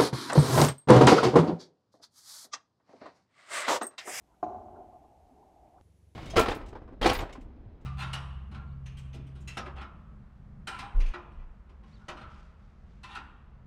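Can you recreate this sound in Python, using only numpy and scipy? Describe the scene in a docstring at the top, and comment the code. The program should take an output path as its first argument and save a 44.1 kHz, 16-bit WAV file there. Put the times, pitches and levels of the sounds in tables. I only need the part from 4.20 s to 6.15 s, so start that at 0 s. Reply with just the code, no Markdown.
"""A rocky slope, the microphone far from two bighorn rams. Low wind and light scuffs on stone come first.
The rams butt heads once: a hollow knock of horn and skull with a faint crack. Nearby rocks throw it
back, and the canyon rolls on with it into a soft, steady rush over the wind. Near the end the ambience
switches abruptly, with a soft tick, to a quieter spot where a distant engine throbs."""
import sys
import numpy as np
from scipy import signal
from scipy.fft import rfft, irfft
from scipy.io import wavfile

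SR = 44100
rng = np.random.default_rng(int(sys.argv[2]) if len(sys.argv) > 2 else 0)


def master_out(mix):
    """Clip the mix to full scale and print it as 16-bit PCM to the path in sys.argv[1]."""
    frames = np.transpose(np.atleast_2d(mix))
    ceiling = np.clip(frames, -1, 1)
    pcm = np.round(ceiling * 32767).astype(np.int16)
    wavfile.write(sys.argv[1], SR, pcm)


N = 85995
CLASH_S, SWITCH_S = .2264, 1.612  # the knock reaches the microphone; the quieter spot begins


def undb(db):
    """Decibels to gain."""
    return 10 ** (np.asarray(db) / 20)


def unit(x):
    """Scale to rms 1."""
    return x / np.sqrt(np.mean(x ** 2))


def since(start):
    """Seconds since start, zero before it."""
    return np.maximum(np.arange(N) / SR - start, 0)


def fade(age, t60):
    """Falls 60 dB in t60 seconds."""
    return np.exp(-np.log(1000) * age / t60)


def bell(x, centre, width):
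    """Gaussian of height 1; width is its standard deviation."""
    return np.exp(-.5 * ((x - centre) / width) ** 2)


def curve(points):
    """Gain along (s, dB) points."""
    return undb(np.interp(since(0), *np.array(points).T))


def colour(x, points):
    """Causal filter through (Hz, dB) points."""
    hz, db = np.array(points).T
    freqs = np.maximum(np.fft.rfftfreq(2 * N, 1 / SR), 1)
    gain = undb(np.interp(np.log(freqs), np.log(hz), db))
    cepstrum = irfft(np.log(gain))
    cepstrum[1:N] *= 2
    cepstrum[N + 1:] = 0
    return irfft(rfft(x, 2 * N) * np.exp(rfft(cepstrum)))[:N]


def noise(points):
    """Noise of rms 1 with the given spectrum."""
    return unit(colour(rng.standard_normal(N), points))


def band_noise(hz, width_hz):
    """A bell-shaped band of noise of rms 1."""
    band = bell(np.fft.rfftfreq(N, 1 / SR), hz, width_hz)
    return unit(irfft(rfft(rng.standard_normal(N)) * band, N))


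def lowpass(x, hz, order=4):
    """Butterworth low-pass."""
    return signal.sosfilt(signal.butter(order, hz, fs=SR, output="sos"), x)


def highpass(x, hz):
    """Second-order high-pass."""
    return signal.sosfilt(signal.butter(2, hz, "high", fs=SR, output="sos"), x)


def push(start, length):
    """A smooth force pulse of area 1."""
    force = np.exp(-np.pi * ((since(0) - start - length / 2) / (length / 2)) ** 2)
    return force / force.sum()


def ring(modes, t):
    """Damped modes, t seconds after a blow."""
    return sum(undb(db) * np.cos(2 * np.pi * hz * t) * fade(t, t60) for hz, db, t60 in modes)


# Spectrum of the hiss. Each row: frequency in Hz, relative level in dB.
HISS_SPECTRUM = [(40, 5), (170, 20.5), (400, 9), (1000, 0.5), (2000, 0), (3000, -2), (5000, -4.5),
                 (6700, -3.5), (7500, -5.5), (12900, -9), (13300, -16), (15500, -18)]

def hiss():
    """A faint, even noise floor in both places."""
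    return undb(-75.5) * noise(HISS_SPECTRUM)


# Spectrum of the still air. Each row: frequency in Hz, relative level in dB.
STILL_AIR_SPECTRUM = [(30, -27), (160, 5.5), (250, -2), (450, -4), (700, -10), (900, -15), (1600, -29.5),
                      (3000, -43), (15000, -50)]

def still_air():
    """A low hush around the microphone at the quieter spot."""
    return undb(-72.5) * noise(STILL_AIR_SPECTRUM)


def whine():
    """A thin, high whine at the quieter spot, perhaps insects."""
    return undb(-90) * band_noise(hz=9900, width_hz=420)


# Spectrum of one engine pulse. Each row: frequency in Hz, relative level in dB.
ENGINE_SPECTRUM = [(20, -32), (47, -8.5), (70, 8), (94, 6), (117, -7), (140, -5.5), (165, -3), (200, -23.5),
                   (400, -47.5), (2000, -89)]

def engine(pulse_hz=23.4, jitter_s=.0011, scatter_db=2.3):
    """Slightly uneven pulses from far away; only the bass carries to the microphone."""
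    starts = np.arange(SWITCH_S, N / SR, 1 / pulse_hz)
    late, strong = rng.standard_normal((len(starts), 2)).T
    samples = np.minimum((starts + jitter_s * late) * SR, N - 1).astype(int)
    pulses = np.zeros(N)
    pulses[samples] = undb(scatter_db * strong)
    throb = colour(pulses, ENGINE_SPECTRUM)
    return undb(-61) * throb / np.std(throb[int(SWITCH_S * SR):])


# Spectra of the air on the slope. Each row: frequency in Hz, relative level in dB.
RUSH_SPECTRUM = [(100, -11), (178, -13), (251, -9), (372, -7), (520, -14.5), (610, -5), (745, 2),
                 (850, -5.5), (960, -17), (1150, -23.5), (1400, -34.5), (2500, -38), (6000, -59)]
BREEZE_SPECTRUM = [(40, -13.5), (120, 3), (210, 0), (330, 0), (500, -10), (900, -7), (1500, -21.5),
                   (2500, -28.5), (6000, -40.5)]
WIND_SPECTRUM = [(18, -26), (40, -1.5), (62, 6), (85, 1.5), (110, -23.5), (200, -25), (500, -59),
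                 (2000, -72)]
# How rush and wind rise and fall. Each row: time in seconds, level in dB.
RUSH_SWELL = [(0, -80), (.22, -71), (.7, -57.5), (1.0, -63), (1.25, -60.5), (1.6, -61)]
WIND_GUSTS = [(0, -71), (.2, -72), (.55, -59), (.8, -69), (.96, -65.5), (1.04, -59), (1.12, -73),
              (1.36, -70), (1.43, -58.5), (1.49, -70.5), (1.6, -65)]

def slope_air():
    """A hollow rush in the distance and a soft breeze over low gusts of wind."""
    rush = noise(RUSH_SPECTRUM) * curve(RUSH_SWELL)
    breeze = undb(-71) * noise(BREEZE_SPECTRUM)
    wind = noise(WIND_SPECTRUM) * curve(WIND_GUSTS)
    return rush + breeze + wind


# Scuffs and thuds. Each row: peak time in seconds, frequency in Hz, level in dB, width in seconds.
HOOF_SCUFFS = [(0.112, 960, -72.5, 0.022), (.14, 1350, -75.5, 0.014), (.565, 1400, -61, 0.0035),
               (0.58, 836, -54, 0.024), (0.732, 1080, -69.5, 0.0078), (1.12, 262, -62, 0.024),
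               (1.18, 394, -65, 0.039), (1.237, 885, -59, 0.0053), (1.479, 2300, -81, 0.0046),
               (1.58, 1025, -65, 0.013), (1.585, 1350, -71.5, 0.0031)]

def hooves(width_share=.095):
    """Short, dull scuffs out on the slope, likely hooves on loose stone."""
    return sum(undb(db) * band_noise(hz, hz * width_share) * bell(since(0), peak_s, width_s)
               for peak_s, hz, db, width_s in HOOF_SCUFFS)


# Spectrum of the canyon's roll. Each row: frequency in Hz, relative level in dB.
ROLL_SPECTRUM = [(30, -34.5), (55, -16.5), (87, -3.5), (125, -19.5), (175, -18.5), (227, -5.5), (275, -14),
                 (370, -4), (440, -12.5), (520, -20), (610, -6), (735, -4), (860, -7.5), (950, -18),
                 (1060, -22), (1250, -27), (1520, -30), (1800, -44.5), (3000, -49.5), (6000, -91)]

def canyon(delay_s=.016, bass_hz=140, treble_hz=950):
    """Countless reflections in the horns' colour: the bass comes late and stays, the far wall answers."""
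    age = since(CLASH_S + delay_s)
    spectrum = rfft(noise(ROLL_SPECTRUM))
    freqs = np.fft.rfftfreq(N, 1 / SR)
    # Each row: band, rise in seconds, time to fall 60 dB in seconds.
    bands = [(freqs < bass_hz, .013, 1.7),
             ((freqs >= bass_hz) & (freqs < treble_hz), .0088, 1.25),
             (freqs >= treble_hz, .0088, .97)]
    roll = sum(irfft(spectrum * band, N) * (1 - np.exp(-age / rise)) * fade(age, t60)
               for band, rise, t60 in bands)
    far_wall = noise(ROLL_SPECTRUM) * bell(since(0), centre=.582, width=.072)
    return undb(-41.5) * roll + undb(-50.5) * far_wall


# Echoes off rock faces. Each row: arrival at the microphone in seconds, relative level in dB.
ROCK_ECHOES = [(.262, -9), (.2845, -14.5), (.3015, -15.5), (.3195, -13.5), (.3415, -14.5), (.3495, -15),
               (.38, -18.5), (.412, -21.5), (.4545, -25.5), (.4805, -21), (.508, -26), (.568, -24.5),
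               (.601, -25), (.675, -52), (.727, -34), (.741, -28), (.756, -28), (.843, -28)]

def rocks(knock, scatter_s=.005, scatter_db=-12):
    """The knock arrives directly, then off each rock face, thinner, duller, scattered by rough stone."""
    paths = np.zeros(N)
    for start, db in ROCK_ECHOES:
        age = since(start)
        scatter = rng.standard_normal(N) * (age > 0) * np.exp(-age / scatter_s)
        paths += undb(db + scatter_db) * scatter / np.linalg.norm(scatter)
        paths[int(start * SR)] += undb(db)
    paths = highpass(lowpass(paths, hz=1177), hz=450)
    paths[int(CLASH_S * SR)] += 1  # straight line to the microphone
    return signal.fftconvolve(knock, paths)[:N]


# Spectrum of the crack. Each row: frequency in Hz, relative level in dB.
CRACK_SPECTRUM = [(300, 5), (1500, -1), (2400, -3.5), (3400, -11.5), (4100, -5.5), (4800, -19), (5700, -9),
                  (7100, -13), (7700, -30.5), (15000, -53)]

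def crack(lag_s=.002, hold_s=.019):
    """The horn ridges grate for an instant, faint at this distance, and a thin tail follows."""
    age = since(CLASH_S + lag_s)
    grate = fade(np.maximum(age - hold_s, 0), t60=.037)
    tail = undb(-7.5) * fade(age, t60=.83)
    return undb(-59.5) * noise(CRACK_SPECTRUM) * (age > 0) * np.hypot(grate, tail)


# The horns meet in several places. Each row: seconds after the first touch, relative level in dB.
HORN_CONTACTS = [(.0002, -17), (.00195, -1.5), (.00467, -5.5), (.0105, -9)]
# Horn and skull modes. Each row: frequency in Hz, relative level in dB, seconds to fall 60 dB.
HORN_RESONANCES = [(667, -7, .09), (730, 3, .075), (844, -4, .09), (1025, -9, .075), (1153, -18, .06),
                   (1267, -24, .055), (1541, -21, .055)]
SKULL_RESONANCES = [(162, -15, .08), (215, -12, .08), (318, -4, .1), (385, -5, .08)]

def horns(contact_s=.00075, skull_lag_s=.002, skull_rise_s=.003):
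    """Each contact rings the damped horns; the blow booms in the skulls. Time 0 is the first touch."""
    force = sum(undb(db) * push(start, contact_s) for start, db in HORN_CONTACTS)
    clack = signal.fftconvolve(force, ring(HORN_RESONANCES, since(0)))[:N]
    age = since(skull_lag_s)
    boom = undb(-2) * ring(SKULL_RESONANCES, age) * (1 - np.exp(-age / skull_rise_s))
    knock = lowpass(clack + boom, hz=1620, order=14)
    return undb(-24) * highpass(knock, hz=90)


def scene(crossfade_s=.0077):
    """The far clash on the slope, then with a soft tick the quieter spot; one channel."""
    slope = rocks(horns()) + crack() + canyon() + hooves() + slope_air()
    floor = hiss()
    quiet_spot = still_air() + engine() + whine()
    age = since(SWITCH_S)
    switched = np.minimum(age / crossfade_s, 1)
    tick = undb(-48) * lowpass((age > 0) * fade(age, t60=.012), hz=8000)
    return (slope * (1 - switched) + quiet_spot * switched + tick + floor)[None]


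def record(dry, top_hz=15400):
    """The recorder cuts the top treble steeply."""
    return signal.sosfilt(signal.ellip(8, .2, 70, top_hz, fs=SR, output="sos"), dry)


dry = scene()
out = record(dry)
master_out(out)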